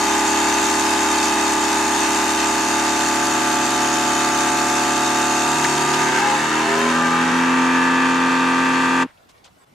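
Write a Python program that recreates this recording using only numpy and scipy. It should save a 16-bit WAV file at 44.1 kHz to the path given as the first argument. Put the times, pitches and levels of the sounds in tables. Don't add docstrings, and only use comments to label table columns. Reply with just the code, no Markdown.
import sys
import numpy as np
from scipy import signal
from scipy.fft import irfft
from scipy.io import wavfile
from scipy.ndimage import uniform_filter1d

SR = 44100
rng = np.random.default_rng(int(sys.argv[2]) if len(sys.argv) > 2 else 0)


def wav_out(sig):
    wavfile.write(sys.argv[1], SR, np.round(np.clip(np.atleast_2d(sig).T, -1, 1) * 32767).astype(np.int16))


def voltage_ratio(decibels):
    exponent = np.asarray(decibels, float) / 20
    return 10 ** exponent


N = 429526

CUT_S = 9.031
TOP_ORDER = 72
# time in seconds, shaft turns per second.
SHAFT_SPEED = [(0.0, 36.3), (1.0, 36.2), (2.4, 36.2), (4.0, 36.25), (5.4, 36.35), (5.9, 36.55),
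               (6.21, 37.4), (6.51, 39.1), (6.66, 39.7), (6.9, 41.3), (7.1, 41.5), (7.25, 42.1),
               (7.5, 42.75), (8.05, 43.25), (9.1, 43.4)]
# time in seconds, stage from 0 (full) to 3 (empty).
BAG_STAGE = [(0, 0.), (2, .1), (3.4, .9), (5.4, 1.05), (5.9, 1.5), (6.2, 1.95), (7.1, 2.1), (7.55, 2.95),
             (9.1, 3.)]
# time in seconds, hum offset in dB, noise offset in dB.
SOURCE_LEVELS = [(0.0, 0.5, -26.5), (0.25, 1, -26), (5.88, 0, -28), (7.51, 1.5, -35), (8.89, 0.5, -36),
                 (9.02, 1, -37)]
# frequency in Hz, left-right correlation (-1 to 1).
PUMP_LIKENESS = [(60, 0.9), (150, 0.96), (380, 0.95), (950, 0.44), (2380, 0.38), (5980, 0.54),
                 (15000, 0.99)]
# centre in Hz, width in Hz, peak in dB over the flat part.
HOUSING_MODES = [(255.6, 13.4, 20), (317.4, 33, 14.5), (401, 14.5, 13.5), (531, 13.4, 17), (694, 23.4, 19),
                 (837, 11, 19.5), (906, 34, 12.5), (931, 26, 17), (1028, 14, 16), (1206.4, 22.6, 19.5),
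                 (1320, 41, 17), (1564, 25, 14.5), (1723, 206, 9.5), (2680, 124, 13)]


def evened(x):
    return x / np.sqrt(np.mean(x ** 2) + 1e-20)


def read(points, hz):
    f, value = np.transpose(points)
    return np.interp(np.log(hz + 1), np.log(f + 1), value)


def curve(rows, t, column=1):
    rows = np.array(rows)
    return np.interp(t, rows[:, 0], rows[:, column])


def peaks_gain(modes, hz):
    return np.sqrt(1 + sum(voltage_ratio(db) ** 2 / (1 + (2 * (hz - f) / w) ** 2) for f, w, db in modes))


def noise(db_field, same, patchy_db, size):
    hz = np.fft.rfftfreq(size, 1 / SR)[:, None]
    t = np.arange(4 * N // size + 5) * size / 4 / SR
    a, b, c, d, patch = rng.standard_normal((len(t), len(hz), 5)).T
    patch = evened(uniform_filter1d(uniform_filter1d(patch, size=5, axis=0), size=12, axis=1))
    like = np.clip(read(same, hz), -1, 1)
    left, other = a + 1j * b, c + 1j * d
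    spectra = np.array([left, like * left + np.sqrt(1 - like ** 2) * other])
    spectra *= voltage_ratio(db_field(hz, t) + patchy_db * patch)
    return signal.istft(spectra, nperseg=size, noverlap=3 * size // 4)[1][:, :N]


def room():
    # frequency in Hz, relative density in dB per Hz.
    air_shape = [(18, -51), (30, -27), (92, -0.5), (292, -7.5), (410, -8), (639, -5), (897, -4.5),
                 (1200, -9.5), (13300, -30.5), (15500, -35)]
    # frequency in Hz, left-right correlation (-1 to 1).
    likeness = [(60, 0.97), (240, 0.45), (950, -0.42), (3770, 0.46), (15000, 0.55)]
    # time in seconds, offset in dB.
    sway = [(0, 2), (9.33, 1), (9.36, 3), (9.42, 0.), (9.6, 1), (9.645, 3), (9.65, -7), (9.67, -1.),
            (9.74, 1)]
    base_db = -55
    still = evened(noise(lambda hz, t: read(air_shape, hz) + 0 * t, likeness, patchy_db=2.5, size=1024))
    return voltage_ratio(base_db + curve(sway, np.arange(N) / SR)) * still


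def rustles():
    # start in seconds, level in dB before the envelope, centre in Hz, width in Hz,
    # length in seconds.
    bursts = [(5.646, -18, 1840, 600, .012), (5.641, -23, 3500, 4500, 0.011),
              (5.935, -24, 3500, 3970, 0.019), (6.786, -43, 12000, 5000, .012),
              (9.042, -48, 1400, 1600, 0.078), (9.17, -61, 2830, 1200, .02),
              (9.288, -53, 3000, 6000, 0.033), (9.376, -60, 3600, 2000, .015),
              (9.438, -52, 3520, 2500, 0.052), (9.441, -54, 6800, 2500, .03), (9.449, -54, 900, 900, .05)]
    out = np.zeros((2, N))
    for s, db, hz, width, length in bursts:
        u = np.linspace(0, 1, round(length * SR))
        uneven_db = 2.8 * rng.exponential(1, 4000)
        grains = (rng.standard_normal((2, 4000)) * voltage_ratio(uneven_db))[:, :len(u)]
        grains = grains + 2.5 * grains[::-1]
        edges_hz = [max(hz - width / 2, 100), hz + width / 2]
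        burst = signal.sosfilt(signal.butter(2, edges_hz, "bandpass", fs=SR, output="sos"), grains)
        envelope = np.minimum(u / .12, 1) * np.sqrt(2 * (1 - u))
        out[:, round(s * SR):][:, :len(u)] += voltage_ratio(db) * evened(burst) * envelope
    return out


def squeak():
    # time in seconds, peak level in dB, frequency in Hz before the shake.
    glide = [(9.58, -75, 8300), (9.595, -64, 8250), (9.62, -60, 7900), (9.635, -75, 7750)]
    t = np.arange(glide[0][0], glide[-1][0], 1 / SR)
    shake_hz = 900 * uniform_filter1d(rng.standard_normal(4000), size=40)[:len(t)]
    phase = 2 * np.pi * np.cumsum(curve(glide, t, column=2) + shake_hz) / SR
    out = np.zeros((2, N))
    out[:, round(t[0] * SR):][:, :len(t)] += voltage_ratio(curve(glide, t)) * np.sin(phase)
    return out


def splices():
    # valid from in seconds, four skips in shaft turns.
    offers = np.array([(0, -.46, .452, -.457, -.125), (5.7, .488, .488, -.49, -.49),
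                       (7.35, -.333, -.333, -.18, .5)])
    # time in seconds, skip in shaft turns.
    hiccups = np.array([(.678, .354), (1.343, .354), (1.689, .209), (2.26, .159), (2.68, .159),
                        (3.072, .159), (3.661, -.299), (5.986, .304), (6.11, -.294), (6.213, .304),
                        (6.497, -.356), (6.676, -.408), (7.252, .342), (7.317, .296)])
    slot_s, scatter_s, chance = .09, .02, .85
    slot = np.arange(1, round(CUT_S / slot_s))
    taken, choice, late = rng.random((len(slot), 3)).T
    s = slot * slot_s + scatter_s * (2 * late - 1)
    skip = offers[np.searchsorted(offers[:, 0], s) - 1, 1 + (4 * choice).astype(int)]
    free = abs(s[:, None] - hiccups[:, 0]).min(1) > slot_s / 2
    rows = np.vstack([np.c_[s, skip][free & (taken < chance)], hiccups])
    return rows[np.argsort(rows[:, 0])]


def shaft(t, skips):
    s, skip = np.transpose(skips)
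    turns = np.cumsum(curve(SHAFT_SPEED, t)) * (t[1] - t[0])
    return turns, np.append(0, np.cumsum(skip))[np.searchsorted(s, t)]


def colour_db(hz, t):
    # frequency in Hz, relative density in dB per Hz.
    airy = [(30, -37), (60, -26), (150, -13), (300, -7), (500, -12.5), (850, 1.5), (1500, 1.5), (2200, -1),
            (3500, -4.5), (5500, -2.5), (6600, -4.5), (9000, -10), (12000, -19.5), (15500, -29)]
    # frequency in Hz, relative density in dB per Hz.
    airless = [(30, -26), (60, -15), (150, 4), (300, -9), (600, 5), (1000, 11), (1700, 14.5), (2200, 9.5),
               (2700, 4.5), (3900, 0), (6000, -1), (8400, -7), (12400, -22.5), (15500, -31)]
    # centre in Hz, width in Hz, peak in dB with air flowing.
    whistles = [(2520, 77, 7), (2642, 38, 5), (3066, 43, 4.5), (3640, 200, 1.5), (4600, 43, 5),
                (6236, 79, 8.5), (6800, 104, 11.5), (7520, 166, 7.5), (8270, 230, 5), (10550, 39, -19),
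                (12950, 80, 6), (13900, 100, 5)]
    dryness = np.clip((curve(BAG_STAGE, t) - 1.3) / 0.98, 0, 1)
    airy_db = read(airy, hz) - read(airy, 6400)
    dry_db = read(airless, hz) - read(airless, 6500)
    whistle_db = (1 - 0.45 * dryness) * 20 * np.log10(peaks_gain(whistles, hz))
    return (1 - dryness) * airy_db + dryness * dry_db + whistle_db + curve(SOURCE_LEVELS, t, column=2)


def air(skips):
    ripple_db = 2.34 * evened(uniform_filter1d(rng.standard_normal(513), size=3))[:, None]
    turns = sum(shaft(np.arange(N) / SR, skips))
    puff = 1 + 0.21 * np.cos(4 * np.pi * turns) + 0.13 * np.cos(8 * np.pi * turns)
    puff = uniform_filter1d(puff, size=60)
    flutter = evened(uniform_filter1d(uniform_filter1d(rng.standard_normal(N), size=700), size=700))
    lean = voltage_ratio(np.array([[.3], [-.3]]))

    def level_db(hz, t):
        boxy_db = 20 * np.log10(peaks_gain(HOUSING_MODES, hz)) - 6 * (hz < 2900)
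        return 0.2 * boxy_db + colour_db(hz, t) + ripple_db

    hiss = noise(level_db, PUMP_LIKENESS, patchy_db=1.5, size=1024)
    return voltage_ratio(-22.0) * lean * puff * voltage_ratio(0.56 * flutter) * hiss


def rattle(skips, count=12, size=8192):
    # time in seconds, dB of each order relative to the noise colour.
    clatter_level = [(0, -40.5), (6, -38.5), (7, -34), (7.8, -34.5), (9.1, -30.5)]
    t = np.arange(N) / SR
    orders = np.arange(TOP_ORDER + 1, 330)
    spectra = np.zeros((count, 2, size // 2 + 1), complex)
    draws = rng.standard_normal((count, 2, len(orders), 2)) @ [1, 1j]
    when = np.linspace(0, CUT_S, count)
    levels_db = np.array([colour_db(orders * curve(SHAFT_SPEED, s), s) + curve(clatter_level, s) for s in when])
    uneven_db = 2.1 * rng.standard_normal(len(orders)) - 7.3 * (orders % 2)
    uneven_db += 9.2 * np.exp(-(orders - 73) / 19.0)
    alike = draws + 0.57 * draws[:, ::-1]
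    spectra[..., orders] = alike * voltage_ratio(levels_db + uneven_db)[:, None] * size
    patterns = irfft(spectra)
    place = (sum(shaft(t, skips)) % 1 * size).astype(int)
    early, share = np.divmod(np.interp(t, when, range(count)) * (1 - 1e-9), 1)
    early = early.astype(int)
    fading = patterns[early, :, place].T * np.cos(np.pi / 2 * share)
    rising = patterns[early + 1, :, place].T * np.sin(np.pi / 2 * share)
    return fading + rising


def swell(order, t):
    # centre in seconds, length in seconds, order, peak in dB before the hum offset.
    surges = [(5.8, 0.97, 26, -28.5), (5.95, 0.88, 10, -29.5), (5.944, 0.35, 33, -28), (6.06, 0.4, 24, -31),
              (6.287, 0.25, 22, -22), (6.703, 0.21, 17, -31.5), (6.778, 0.29, 10, -26.5),
              (6.6, 0.27, 8, -30), (6.828, 0.25, 25, -28), (5.8, 0.82, 4, -37), (7.2, 0.71, 4, -36),
              (6.95, .4, 6, -26.5), (7.9, 0.52, 40, -28.5), (6.9, 0.58, 14, -38.5), (7.068, 0.37, 29, -25),
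              (7.03, 0.3, 38, -29.5)]
    return sum(voltage_ratio(db) * np.clip(2 - 4 * abs(t - s) / length, 0, 1)
               for s, length, k, db in surges if round(k) == order)


def drives_db():
    # order, dB with the bag full, dB shrinking, dB empty.
    strong = [(1, -73, -78, -78), (2, -48.5, -49.5, -53.5), (3, -58, -62, -50), (4, -53, -44, -41),
              (5, -54, -59, -57), (6, -45.5, -47.5, -41), (7, -56.5, -51.5, -54), (8, -44.5, -48.5, -43.5),
              (9, -42.5, -43, -52.5), (10, -70, -44, -47), (11, -45, -49, -41.5), (12, -58, -50, -56),
              (13, -53, -55.5, -51), (14, -70, -53.5, -50.5), (15, -56, -58.5, -60), (16, -48, -42, -68),
              (19, -56.5, -56, -49.5), (20, -54, -41, -51), (21, -48, -55, -43.5), (22, -49, -66, -48),
              (23, -48.5, -56.5, -42.5), (24, -37.5, -36.5, -55), (25, -50.5, -52.5, -43),
              (26, -48, -53, -50), (27, -54, -59, -38.5), (28, -53, -54.5, -48), (29, -43.5, -52, -54.5),
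              (31, -50.5, -42.5, -52.5), (33, -51, -47.5, -63), (36, -69, -63, -44.5), (37, -62, -50, -48),
              (38, -51, -53, -45.5), (40, -64, -64, -42.5), (42, -47, -45, -46.5), (45, -49, -48, -42),
              (46, -50, -54, -50), (56, -44, -50, -40.5), (60, -67, -51, -47.5), (62, -70, -57, -50)]
    # dB with the bag full, dB shrinking, dB empty.
    weak_db = (-53, -54, -53.5)
    # frequency in Hz, offset in dB.
    weak_colour = [(450, 0.), (640, -3.), (900, -0.5), (1900, 0.), (2200, -2), (2600, -0.5)]
    scatter_db = 4.5
    table = np.array(weak_db) + scatter_db * rng.standard_normal((TOP_ORDER, 3))
    first, last = SHAFT_SPEED[0][1], SHAFT_SPEED[-1][1]
    table += read(weak_colour, np.outer(np.arange(1, TOP_ORDER + 1), [first, first, last]))
    for order, *levels_db in strong:
        table[round(order) - 1] = levels_db
    return table


def hum(skips, step=5, slow=16):
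    # frequency in Hz, left over right in dB.
    lean = [(60, 2.5), (180, 0), (550, -1), (1650, 0.5), (4970, 2), (15000, 1.0)]
    splice_s = 0.015
    t = np.arange(N // step + 1) * step / SR
    coarse = t[::slow]
    out = np.zeros((2, len(t)))
    turns, skipped = shaft(t, skips)[0], shaft(coarse, skips)[1]
    fade = max(round(splice_s / coarse[1]), 1)
    stage, speed = curve(BAG_STAGE, coarse), curve(SHAFT_SPEED, coarse)
    struggle = np.clip(1.5 - 2.5 * abs(stage - 2), 0, 1)
    draws = rng.random((TOP_ORDER, 2))
    wander = rng.standard_normal((TOP_ORDER, 4, len(coarse)))
    wander = evened(uniform_filter1d(uniform_filter1d(wander, size=20), size=20))
    for k, levels_db in enumerate(drives_db(), 1):
        start, tilt = np.exp(2j * np.pi * draws[k - 1])
        start = start ** min(.012 * k, 1) * np.exp(-2j * np.pi * .115 * k ** 2)
        a, b, c, d = wander[k - 1]
        hz = k * speed
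        usual = voltage_ratio(np.interp(stage, (0, 1, 3), levels_db)) * peaks_gain(HOUSING_MODES, hz)
        jump = np.exp(2j * np.pi * k * skipped)
        jump = uniform_filter1d(jump.real, fade) + 1j * uniform_filter1d(jump.imag, fade)
        loose = np.clip(.03 + .004 * k * (1 + 4 * struggle), 0, .95)
        steady = np.hypot(usual * np.sqrt(1 - loose ** 2), swell(k, coarse))
        unsteady = usual * loose * (a + 1j * b) / np.sqrt(2)
        size = (steady + unsteady) * voltage_ratio(curve(SOURCE_LEVELS, coarse))
        mid = np.sqrt(2) * size * start * jump
        unlike = np.sqrt(.5 - .5 * np.clip(read(PUMP_LIKENESS, hz), -1, 1))
        side = 0.57 * unlike * (0.35 * tilt.real + 1j * np.sign(tilt.imag) + 0.22 * (c + 1j * d))
        spin = np.exp(2j * np.pi * k * turns)
        for channel, sign in enumerate((1, -1)):
            wave = mid * (1 + sign * side) * voltage_ratio(sign * read(lean, hz) / 2)
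            out[channel] += (np.interp(t, coarse, wave) * spin).real
    return signal.resample_poly(out, step, 1, axis=1)[:, :N]


def edit_cut(pump):
    fade_s, treble_decay_s, split_hz = 0.036, 0.0086, 600
    after = np.maximum(np.arange(N) / SR - CUT_S, 0)
    low = signal.sosfiltfilt(signal.butter(2, split_hz, fs=SR, output="sos"), pump)
    fade = np.sqrt(np.clip(1 - after / fade_s, 0, 1))
    return low * fade + (pump - low) * fade * np.exp(-after / treble_decay_s)


def scene():
    skips = splices()
    pump = hum(skips) + air(skips) + rattle(skips)
    return edit_cut(pump) + room() + rustles() + squeak()


def top_cut(x):
    return signal.sosfilt(signal.butter(12, 15660, fs=SR, output="sos"), x)


def record(dry):
    mix = signal.oaconvolve(dry, signal.firwin(255, 15700, fs=SR)[None], "same")
    return top_cut(mix)


dry = scene()
out = record(dry)
wav_out(out)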